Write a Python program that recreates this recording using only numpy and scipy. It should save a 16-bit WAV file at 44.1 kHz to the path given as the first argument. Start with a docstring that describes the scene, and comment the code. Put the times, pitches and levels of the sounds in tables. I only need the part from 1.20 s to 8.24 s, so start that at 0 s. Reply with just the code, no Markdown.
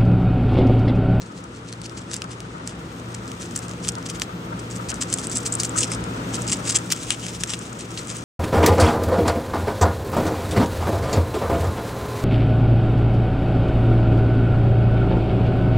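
"""Short, dry rasps and sharp cracks, close by: a hamster gnaws a peanut in a clay pot lying on its side.
Stick-slip friction of the teeth sets off tiny fractures in the shell; fibres snap, and hard bites knock
the nut. As it turns, the shell's resonances move the sound from dull to bright rim to hollow cavity.
Wood shavings tick under the paws, and the pot adds a very short ring. Behind it all, rumble, hum, a thin
whine and a lens motor's faint whirr swell and sink, and a low drone rises for a moment."""
import sys
import numpy as np
from scipy import signal
from scipy.fft import rfft, irfft
from scipy.io import wavfile
from scipy.ndimage import uniform_filter1d

SR = 44100
rng = np.random.default_rng(int(sys.argv[2]) if len(sys.argv) > 2 else 0)


def int16_out(signal):
    """Quantize to a 16-bit WAV file."""
    q = np.round(np.clip(np.atleast_2d(signal).T, -1, 1) * 32767)
    wavfile.write(sys.argv[1], SR, q.astype(np.int16))


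N = 310464
TIME = np.arange(N) / SR

# strokes of the teeth: start_s, length_s, level_db
TOOTH_STROKES = [(0.01, 0.032, -44), (0.05, 0.03, -52), (0.162, 0.038, -48), (0.325, 0.072, -52),
                 (0.471, 0.041, -45.5), (0.517, 0.014, -46), (0.631, 0.039, -41.5), (0.765, 0.031, -39),
                 (0.804, 0.024, -48), (0.896, 0.092, -37.5), (1.095, 0.054, -43.5), (1.462, 0.07, -45),
                 (1.941, 0.013, -37.5), (2.06, 0.051, -46), (2.197, 0.046, -38.5), (2.241, 0.031, -45.5),
                 (2.342, 0.046, -41), (2.418, 0.028, -42.5), (2.62, 0.056, -37.5), (2.686, 0.011, -28),
                 (2.854, 0.023, -34.5), (2.887, 0.029, -34), (2.935, 0.042, -40.5), (3.008, 0.035, -36),
                 (3.388, 0.018, -40), (3.501, 0.039, -39.5), (3.543, 0.04, -41.5), (3.685, 0.033, -30.5),
                 (3.742, 0.02, -43), (3.807, 0.03, -26), (3.88, 0.097, -39.5), (3.924, 0.01, -27.5),
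                 (3.975, 0.044, -35.5), (4.014, 0.06, -36.5), (4.094, 0.068, -33), (4.152, 0.038, -27.5),
                 (4.2, 0.013, -38), (4.227, 0.013, -39), (4.251, 0.033, -26.5), (4.322, 0.016, -36),
                 (4.385, 0.042, -26), (4.43, 0.041, -30.5), (4.561, 0.056, -22.5), (4.603, 0.057, -26.5),
                 (4.669, 0.017, -38.5), (4.7, 0.06, -33.5), (5.129, 0.042, -29.5), (5.268, 0.056, -28.5),
                 (5.314, 0.035, -23.5), (5.432, 0.035, -43), (5.452, 0.059, -29.5), (5.489, 0.025, -24),
                 (5.51, 0.031, -30), (5.545, 0.031, -18.5), (5.7, 0.0085, -27.5), (5.708, 0.029, -23.5),
                 (5.745, 0.047, -40), (5.789, 0.052, -41.5), (5.878, 0.024, -41), (5.897, 0.056, -30.5),
                 (6.018, 0.05, -37), (6.061, 0.064, -39), (6.128, 0.047, -39), (6.191, 0.037, -39),
                 (6.273, 0.073, -32), (6.335, 0.019, -34.5), (6.401, 0.032, -44), (6.445, 0.032, -44),
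                 (6.587, 0.053, -39.5), (6.767, 0.038, -34.5), (6.88, 0.053, -34.5), (6.96, 0.061, -46)]
# breaking fibres, more hollow the deeper the break: start_s, level_db, hollow_db
FIBRE_SNAPS = [(.177, -40, -2), (.241, -38.5, -8), (.527, -29.5, 0), (.5355, -37, 0), (0.6167, -32.5, -3),
               (.658, -33, 3), (.6622, -31, -8), (.696, -35.5, 0), (0.9146, -28, 0), (.9345, -27, -6),
               (0.9412, -20.5, -11), (.965, -24.5, -20), (1.0197, -23.5, 6.5), (1.0418, -34.5, 2),
               (1.1086, -40, -1), (1.2043, -31.5, 2), (1.4752, -22.5, -6), (1.948, -29.5, 0),
               (2.117, -31.5, 5), (2.243, -41, -1.5), (2.3107, -36, -5), (2.36, -22, -10),
               (2.363, -18.5, -20), (2.376, -25, -14), (2.3904, -27, -13), (2.483, -33, -2),
               (2.4945, -35, -2), (2.513, -34, 3), (2.674, -28, 4), (2.6826, -19.5, -0.5),
               (2.6881, -13.5, -12), (2.6925, -26, -10), (2.698, -31, -8), (2.7207, -35, -4),
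               (2.7533, -29.5, 2), (2.784, -37, -3), (2.827, -37.5, 0), (2.8997, -25, 3), (2.904, -34, 5),
               (2.998, -26.5, 0), (3.0192, -16.5, 2), (3.563, -31, -5), (3.572, -37, -12), (3.688, -30, 5),
               (3.703, -22.5, -12), (3.717, -27, 9), (3.7425, -27, -12), (3.814, -22, 3.5),
               (3.8218, -21, -3), (3.833, -26, -3), (3.9017, -27.5, -4), (3.9276, -18, -5),
               (3.9394, -11.5, -10), (3.9746, -30, -8), (3.986, -23, 7), (4.07, -21, -2), (4.0976, -26, -8),
               (4.1566, -20, -14), (4.1714, -16.5, -14), (4.182, -22, -14), (4.259, -25, -4),
               (4.2712, -27, -1), (4.274, -26, 4), (4.324, -17, -11), (4.328, -19, -13), (4.339, -20, -12),
               (4.352, -16.5, -14), (4.3994, -20, -12), (4.434, -18, 4), (4.451, -19.5, -14),
               (4.494, -24.5, -22), (4.577, -19, -6), (4.588, -15, -18), (4.6077, -17, -16),
               (4.631, -19.5, 12.5), (4.635, -19, 7.5), (4.6498, -32, 5), (4.718, -20, -21),
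               (4.749, -27, -12), (4.84, -30, 7), (5.191, -35, -2), (5.2197, -25, -5), (5.3209, -20, 3),
               (5.332, -16, -5), (5.37, -30.5, -10), (5.4756, -26, 12), (5.4984, -21, -6),
               (5.559, -11.5, -15), (5.5621, -12, -7), (5.5868, -26, 6), (5.718, -20, 2),
               (5.723, -12, -6.5), (5.8331, -29, 12), (5.905, -12, 16.5), (6.0655, -26, 5),
               (6.2085, -27.5, -3), (6.236, -15, 2.5), (6.2388, -24, -4), (6.295, -26, 1),
               (6.336, -20.5, 13), (6.391, -29, -15), (6.53, -33.5, -8), (6.592, -31.5, -6),
               (6.775, -28, 11), (6.872, -31.5, -3), (6.968, -29, -8)]
# hard bites that jolt the nut: start_s, level_db
NUT_KNOCKS = [(1.0193, -32.5), (1.948, -37.5), (2.6887, -36), (3.0193, -29.5), (4.7182, -24.5),
              (5.905, -27.5), (6.236, -36), (6.336, -31)]
# spectrum of a knock: frequency_hz, density_db
KNOCK_SPECTRUM = [(150, -21), (700, 0), (1300, 4.5), (1750, -2.5), (2350, 1), (2750, -1), (3300, -14),
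                  (6000, -29)]
# spectrum of a fracture in dry shell: frequency_hz, density_db
SHELL_SPECTRUM = [(200, -36), (700, -15), (1700, -7.5), (2400, -6.5), (3300, -4.5), (4200, -5), (5100, -1),
                  (6500, 1), (7700, 0), (9200, -3), (10100, -11), (11700, -33), (13600, -19), (16000, -25)]
# resonance boosts at the gnawed spot as the nut turns: time_s, hollow_db, rim_db, splinter_db
GNAWED_SPOT = [(0, 0, -4.5, -12), (2.35, 2.5, -1.5, 0), (2.65, 2, -2, -6), (3.0, 1, -3, -1),
               (3.8, -1.5, -0.5, -3), (4.18, -4, 4.5, 3), (4.35, -1, 4, 6), (4.4, -3.5, 0.5, 2),
               (4.58, -2, 7.5, 3), (4.65, 1.5, 0.5, -5), (5.551, 1.5, 4, 0), (5.72, 4, -2, 9),
               (5.85, 6, 4.5, -7), (5.905, 11.5, 3, 0), (6.04, 10, 0, -6), (6.1, 1, -3, -4),
               (6.25, 0, -2, -7), (6.34, 6.5, 0.5, -5), (7.04, 1.5, 0.5, -12)]
# resonance of a loose flap of shell: time_s, pitch_hz, boost_db
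FLAP_RESONANCE = [(0.53, 4340, 7), (0.8, 4560, 6), (1.1, 4630, 2), (2.6, 4800, 1), (4.4, 4600, 3.5),
                  (4.58, 5400, -2), (4.63, 5300, 5), (4.74, 5270, 8), (5.3, 5000, 5.5), (5.7, 5000, 3),
                  (6.4, 4300, -5), (6.78, 4360, 8), (7.04, 4300, -17.5)]
# resonance of the shell's free edge: time_s, boost_db
EDGE_RESONANCE = [(3.7, 7), (4.16, 6), (4.26, 4), (4.35, 5), (4.41, 2), (4.46, 5), (4.8, 5)]
# stereo spread of the gnawing: frequency_hz, left_over_right_db, left_lead_rad
STEREO_SPREAD = [(1500, 0.5, 0.86), (3100, 5.5, -0.96), (4800, -4, -0.8), (6300, -0.5, 0.1),
                 (7460, -1.5, 0.53), (9800, 0, 1.5), (10400, -5, -2.5), (13200, -5.5, -2.1)]
# stirring of the shavings: time_s, level_db
BEDDING_LEVEL = [(0, -56.5), (1.9, -53.5), (2.35, -45), (2.8, -50.5), (3.2, -57.5), (3.55, -49.5),
                 (4.6, -42.5), (4.87, -51), (5.2, -41), (5.65, -43.5), (5.85, -38.5), (5.99, -42),
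                 (6.1, -41), (6.55, -46.5), (7.04, -41.5)]
# gain shared by rumble, hum, whine and motor: time_s, gain_db
BACKGROUND_SWELL = [(0, -39), (1.6, -35.5), (3.4, -33.5), (5.1, -29.5), (5.55, -30.5), (5.75, -35),
                    (7.04, -35)]
# low rumble and hiss, with a gap near 11 kHz: frequency_hz, density_db
RUMBLE_SPECTRUM = [(25, -31), (40, -21), (58, -2.5), (78, -6), (100, -3.5), (260, -2.5), (480, -10),
                   (680, -15), (1000, -16), (1800, -19.5), (3400, -23.5), (4600, -28.5), (9400, -35),
                   (11200, -69), (15000, -51)]
# air modes of pot and room: pitch_hz, width_hz, boost_db
AIR_RESONANCES = [(176.4, 10.3, 7), (268.4, 5.2, 3.5), (336, 3.8, 8), (483, 30, 3.5)]
# likeness of rumble and hiss at the two microphones: frequency_hz, correlation
RUMBLE_CORRELATION = [(100, .993), (290, .985), (640, .6), (1400, 0), (3100, -.25), (6800, .2), (15000, 0)]
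# balance of rumble and hiss: frequency_hz, left_over_right_db
RUMBLE_PAN = [(100, 1.4), (700, 1), (1300, 1), (2400, 1.5), (8000, 1)]
# swell of the low drone: time_s, level_db
DRONE_SWELL = [(2.3, -61), (2.63, -37), (2.85, -43.5), (3.1, -37), (3.6, -49), (4.2, -63)]
# electrical hum: pitch_hz, relative_db, waver_depth
HUM_TONES = [(60.8, -23, 0), (116.7, -6.5, 0.25), (179.8, -30.5, 0.6)]
# modes of the camera body: pitch_hz, width_hz, relative_db, right_gain
CAMERA_MODES = [(620, 30, -19, -0.4), (948, 46, -14, -1.29), (1284, 105, -10.5, -0.16),
                (1590, 300, -15, -0.16)]
# twitches of the lens motor: peak_s
MOTOR_TWITCHES = [.11, 1.049, 1.35, 1.405, 2.42, 2.78, 3.10, 3.33, 3.60, 3.73, 4.56, 5.19, 5.40]
# the shell's cavity, stiff rim and splintering skin: centre_hz, width_octaves
SHELL_BANDS = [(2900, .37), (7850, .22), (13800, .24)]

FLAP_WIDTH_HZ, EDGE_PITCH_HZ, EDGE_WIDTH_HZ = 270, 7640, 190
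ATTACK_SAMPLES = 88  # the first 2 ms set the level of a snap or knock


def tooth_rasps(ends_db=-14, rise_share=.4, contacts=3):
    """Stick-slip friction breaks the shell at several points, growing and fading with the bite force."""
    grit = fractures(per_s=5000, spread_db=.4) * stick_slip(per_s=270, jitter=.45, fade=.18, held=.14)
    points = grit * (rng.integers(0, contacts, N) == np.arange(contacts)[:, None])
    out = np.zeros((2, N))
    for start_s, length_s, level_db in TOOTH_STROKES:
        span = slice(round(start_s * SR), round((start_s + length_s) * SR))
        progress = (TIME[span] - start_s) / length_s
        force = gain_of(np.interp(progress, [0, rise_share, 1], [ends_db, 0, ends_db]))
        peak_s = start_s + rise_share * length_s
        resonances = at(GNAWED_SPOT, peak_s) + at(FLAP_RESONANCE, peak_s) + at(EDGE_RESONANCE, peak_s)
        rasps = shell(points[:, span] * force, *resonances)
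        sound = sum(pot(rasp[None], wall_db=-8, wall_s=.0009, tail_db=-11) for rasp in rasps)
        power = np.sum(sound ** 2, axis=1, keepdims=True) / len(force)
        add(out, start_s, sound / np.sqrt(power) * gain_of(level_db) * pan(2.5))
    return out


def stick_slip(per_s, jitter, fade, held):
    """Relaxation oscillation: the teeth catch and let go unevenly, each slip fading within its cycle."""
    pace = per_s * np.exp(jitter * smooth_noise(130))
    cycles = np.cumsum(pace) / SR
    slip_strength = rng.uniform(.22, 1, N)[cycles.astype(int)]
    return held + slip_strength * np.exp(-(cycles % 1) / fade)


def fractures(per_s, spread_db):
    """Acoustic emission: tiny breaks form a Poisson train of impulses, most small and a few larger."""
    strength = gain_of(spread_db * np.minimum(rng.exponential(1, N), 4))
    return strength * rng.choice([-1, 1], N) * (rng.random(N) < per_s / SR)


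def fibre_snaps(size=2048):
    """Brittle fracture: a fibre gives way with an impulse and tears on, longer the deeper it breaks."""
    out, t = np.zeros((2, N)), np.arange(size) / SR
    f = np.fft.rfftfreq(2 * size, 1 / SR)
    # a clean break has less bass and reaches higher than a rasp
    brittle = gain_of(10 * bell(f, 12100, 1600) + 3 * bell(f, 1500, 510)) * f / np.hypot(f, 800)
    for start_s, level_db, hollow_db in FIBRE_SNAPS:
        _, spot_rim_db, splinter_db = at(GNAWED_SPOT, start_s)
        rim_db = 4 + 3 * spot_rim_db - .52 * hollow_db  # deep breaks ring the rim less
        tear_s = .00063 * np.exp(.031 * hollow_db)
        crack = (t == 0) + .92 * rng.standard_normal(size) * np.exp(-t / tear_s)
        crack = pot(crack[None], wall_s=.0007)
        # splinters spread the crack in time but leave its spectrum fairly even
        power = (abs(rfft(crack, 2 * size)) ** 2).mean(0)
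        ripple = uniform_filter1d(power, size=25) ** .22
        crack = minimum_phase(crack, (brittle + 1e-3) / ripple)
        flap_and_edge = at(FLAP_RESONANCE, start_s) + at(EDGE_RESONANCE, start_s)
        sound = shell(crack, hollow_db, rim_db, splinter_db, *flap_and_edge)
        attack = sound[:, :ATTACK_SAMPLES].std(axis=1, keepdims=True)
        balance = pan(2.5 + .053 * hollow_db)  # the cavity opens to the left
        add(out, start_s, sound / attack * gain_of(level_db) * balance)
    return out


def nut_knocks(size=1024):
    """Impulse response: jolted by a hard bite, the whole nut gives a short, woody knock."""
    out = np.zeros((2, N))
    f = np.fft.rfftfreq(size, 1 / SR)
    blow = minimum_phase(np.ones((1, 1)), gain_of(at_hz(KNOCK_SPECTRUM, f)))
    for start_s, level_db in NUT_KNOCKS:
        sound = pot(blow, wall_s=.0009)
        attack = sound[:, :ATTACK_SAMPLES].std()
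        add(out, start_s, sound / attack * gain_of(level_db) * pan(3))
    return out


def shell(x, hollow_db, rim_db, splinter_db, flap_hz=0, flap_db=0, edge_db=0, size=1024):
    """Resonance colours each fracture; the cavity, rim and skin bands shift a little with every grip."""
    f = np.fft.rfftfreq(size, 1 / SR)
    grip_octaves = rng.uniform(-.04, .04)
    hollow, rim, skin = (bell(np.log2((f + 1) / hz), grip_octaves, width) for hz, width in SHELL_BANDS)
    boost_db = hollow_db * hollow + rim_db * rim + splinter_db * skin
    boost_db += flap_db * bell(f, flap_hz, FLAP_WIDTH_HZ)
    boost_db += edge_db / (1 + ((f - EDGE_PITCH_HZ) / EDGE_WIDTH_HZ) ** 2)
    return minimum_phase(x, gain_of(at_hz(SHELL_SPECTRUM, f) + boost_db))


def pot(x, wall_s, wall_db=-5, tail_s=.004, tail_db=-12, size=2200):
    """Reflection: near-wall scatter and a brief ring follow the direct sound, different on each side."""
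    t = np.arange(size) / SR
    wall, tail = rng.standard_normal((2, 2, size)) * (1 - np.exp(-t / .0033))
    scatter = gain_of(wall_db) * unit_rms(wall * np.exp(-t / wall_s))
    ring = gain_of(tail_db) * unit_rms(tail * np.exp(-t / tail_s))
    paths = (scatter + ring) / np.sqrt(size)
    paths[:, 0] += 1  # direct sound
    return signal.oaconvolve(x, paths / np.linalg.norm(paths[0]), axes=1)


def stereo_spread(x):
    """Level and phase differences between left and right, varying with frequency, widen the gnawing."""
    f = np.fft.rfftfreq(N, 1 / SR)
    balance_db, lead_rad = at(STEREO_SPREAD, f)
    phase_shift = np.exp(1j * np.array([[.5], [-.5]]) * lead_rad)
    return irfft(rfft(x) * pan(balance_db) * phase_shift, N)


def bedding(clump_db=3, places=6):
    """Crackling noise: shavings and crumbs tick in clumps, at places that each ring differently."""
    clumps = gain_of(clump_db * smooth_noise(900))
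    crumbs = fractures(per_s=60, spread_db=1.8)
    shavings = fractures(per_s=2700, spread_db=0) * clumps
    ticks = unit_rms(shavings) + gain_of(-5) * unit_rms(crumbs)
    heaps = ticks * (rng.integers(0, places, N) == np.arange(places)[:, None])
    heaps = shell(heaps, hollow_db=4, rim_db=1.5, splinter_db=6)
    rustle = sum(pot(heap[None], wall_s=.0008, tail_s=.005, tail_db=-7) for heap in heaps)
    return unit_rms(rustle[:, :N]) * envelope(BEDDING_LEVEL) * pan(.93)


def rumble():
    """Air modes colour a low rumble under faint hiss; long waves reach both microphones nearly alike."""
    f = np.fft.rfftfreq(N, 1 / SR)
    left, independent = rfft(rng.standard_normal((2, N)))
    correlation = at_hz(RUMBLE_CORRELATION, f)
    right = correlation * left + np.sqrt(1 - correlation ** 2) * independent
    modes_db = sum(db * bell(f, hz, width) for hz, width, db in AIR_RESONANCES)
    colour = gain_of(at_hz(RUMBLE_SPECTRUM, f) + modes_db)
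    return unit_rms(irfft(np.array([left, right]) * colour * pan(at_hz(RUMBLE_PAN, f)), N))


def drone(pitch_hz=173.5, width_hz=9.6):
    """Beating: neighbouring frequencies in a narrow band of low noise make it throb as it swells."""
    f = np.fft.rfftfreq(N, 1 / SR)
    band = irfft(rfft(rng.standard_normal(N)) * bell(f, pitch_hz, width_hz), N)
    return unit_rms(band) * envelope(DRONE_SWELL) * pan(.93)


def hum(drift_points=36):
    """Slow modulation: of three electrical tones, the upper two waver in amplitude and phase."""
    out = np.zeros(N)
    for pitch_hz, relative_db, waver_depth in HUM_TONES:
        drift = rng.standard_normal(drift_points) + 1j * rng.standard_normal(drift_points)
        tone = (1 + waver_depth * signal.resample(drift, N)) * np.exp(2j * np.pi * pitch_hz * TIME)
        out += gain_of(relative_db) * unit_rms(tone.real)
    return out * pan(1.2)


def lens_motor(twitch_width_s=.0074, twitch_db=9, flutter_db=2):
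    """Forced vibration: a motor drives the camera body's modes, rocking the microphones in antiphase."""
    f = np.fft.rfftfreq(N, 1 / SR)
    drive = rfft(rng.standard_normal(N))
    whirr = np.zeros((2, N))
    for pitch_hz, width_hz, relative_db, right_gain in CAMERA_MODES:
        mode = unit_rms(irfft(drive * np.sqrt(bell(f, pitch_hz, width_hz)), N))
        whirr += gain_of(relative_db) * np.array([[1], [right_gain]]) * mode
    flutter = unit_rms(gain_of(flutter_db * smooth_noise(1500)))
    twitches = sum(bell(TIME, peak_s, twitch_width_s) for peak_s in MOTOR_TWITCHES)
    return whirr * flutter * gain_of(twitch_db * twitches)


def whine(start_s=1.55, pitch_hz=13186):
    """Random modulation: a thin, high, flickering whine with faint hiss above it."""
    high_pass = signal.butter(8, pitch_hz, "high", fs=SR, output="sos")
    hiss = unit_rms(signal.sosfilt(high_pass, rng.standard_normal((2, N))))
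    amplitude = gain_of(3 * smooth_noise(4000))
    tone = unit_rms(amplitude * np.sin(2 * np.pi * pitch_hz * TIME + .5 * smooth_noise(250)))
    fade_in = np.clip((TIME - start_s) / .05, 0, 1)
    return (gain_of(-34) * tone + gain_of(-38) * hiss) * fade_in


def minimum_phase(x, gain):
    """Causality: filters by a magnitude spectrum so that the ring follows the blow."""
    log_gain = np.log(np.r_[gain, gain[-2:0:-1]])
    response = np.exp(np.conj(signal.hilbert(log_gain)))
    ring = np.fft.ifft(response).real[:len(gain)]
    return signal.oaconvolve(x, ring[None], axes=1)


def gain_of(db):
    """Decibels to amplitude."""
    return 10 ** (np.asarray(db) / 20)


def unit_rms(x):
    """Normalisation to an rms of 1."""
    return x / np.sqrt(np.mean(x ** 2) + 1e-20)


def smooth_noise(samples):
    """A moving average turns white noise into a slower fluctuation."""
    return unit_rms(uniform_filter1d(rng.standard_normal(N), samples))


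def at(table, position):
    """Linear interpolation of a table's other columns along its first."""
    axis, *columns = np.transpose(table)
    return [np.interp(position, axis, column) for column in columns]


def at_hz(table, hz):
    """Interpolation on a log-frequency axis."""
    f, value = np.transpose(table)
    return np.interp(np.log(hz + 1), np.log(f + 1), value)


def envelope(curve):
    """A dB curve as a gain for every sample."""
    return gain_of(np.interp(TIME, *np.transpose(curve)))


def bell(x, centre, width):
    """A Gaussian of height 1; width is its standard deviation."""
    return np.exp(-.5 * ((x - centre) / width) ** 2)


def pan(left_over_right_db):
    """Left and right gains for a level difference."""
    return gain_of(np.array([[.5], [-.5]]) * left_over_right_db)


def add(mix, start_s, sound):
    """Superposition of a stereo sound on the mix."""
    part = mix[:, round(start_s * SR):][:, :sound.shape[1]]
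    part += sound[:, :part.shape[1]]


def scene():
    """Superposition: the gnawing, spread between left and right, lies over the swelling background."""
    background = (rumble() + hum() + whine() + lens_motor()) * envelope(BACKGROUND_SWELL)
    hamster = fibre_snaps() + nut_knocks() + tooth_rasps() + bedding()
    return stereo_spread(hamster) + background + drone()


def record(dry):
    """Band limiting: the sound is clipped at full scale, then low-passed."""
    low_pass = signal.firwin(511, cutoff=16050, window=("kaiser", 9), fs=SR)
    return signal.oaconvolve(np.clip(dry, -1, 1), low_pass[None], "same", axes=1)


dry = scene()
out = record(dry)
int16_out(out)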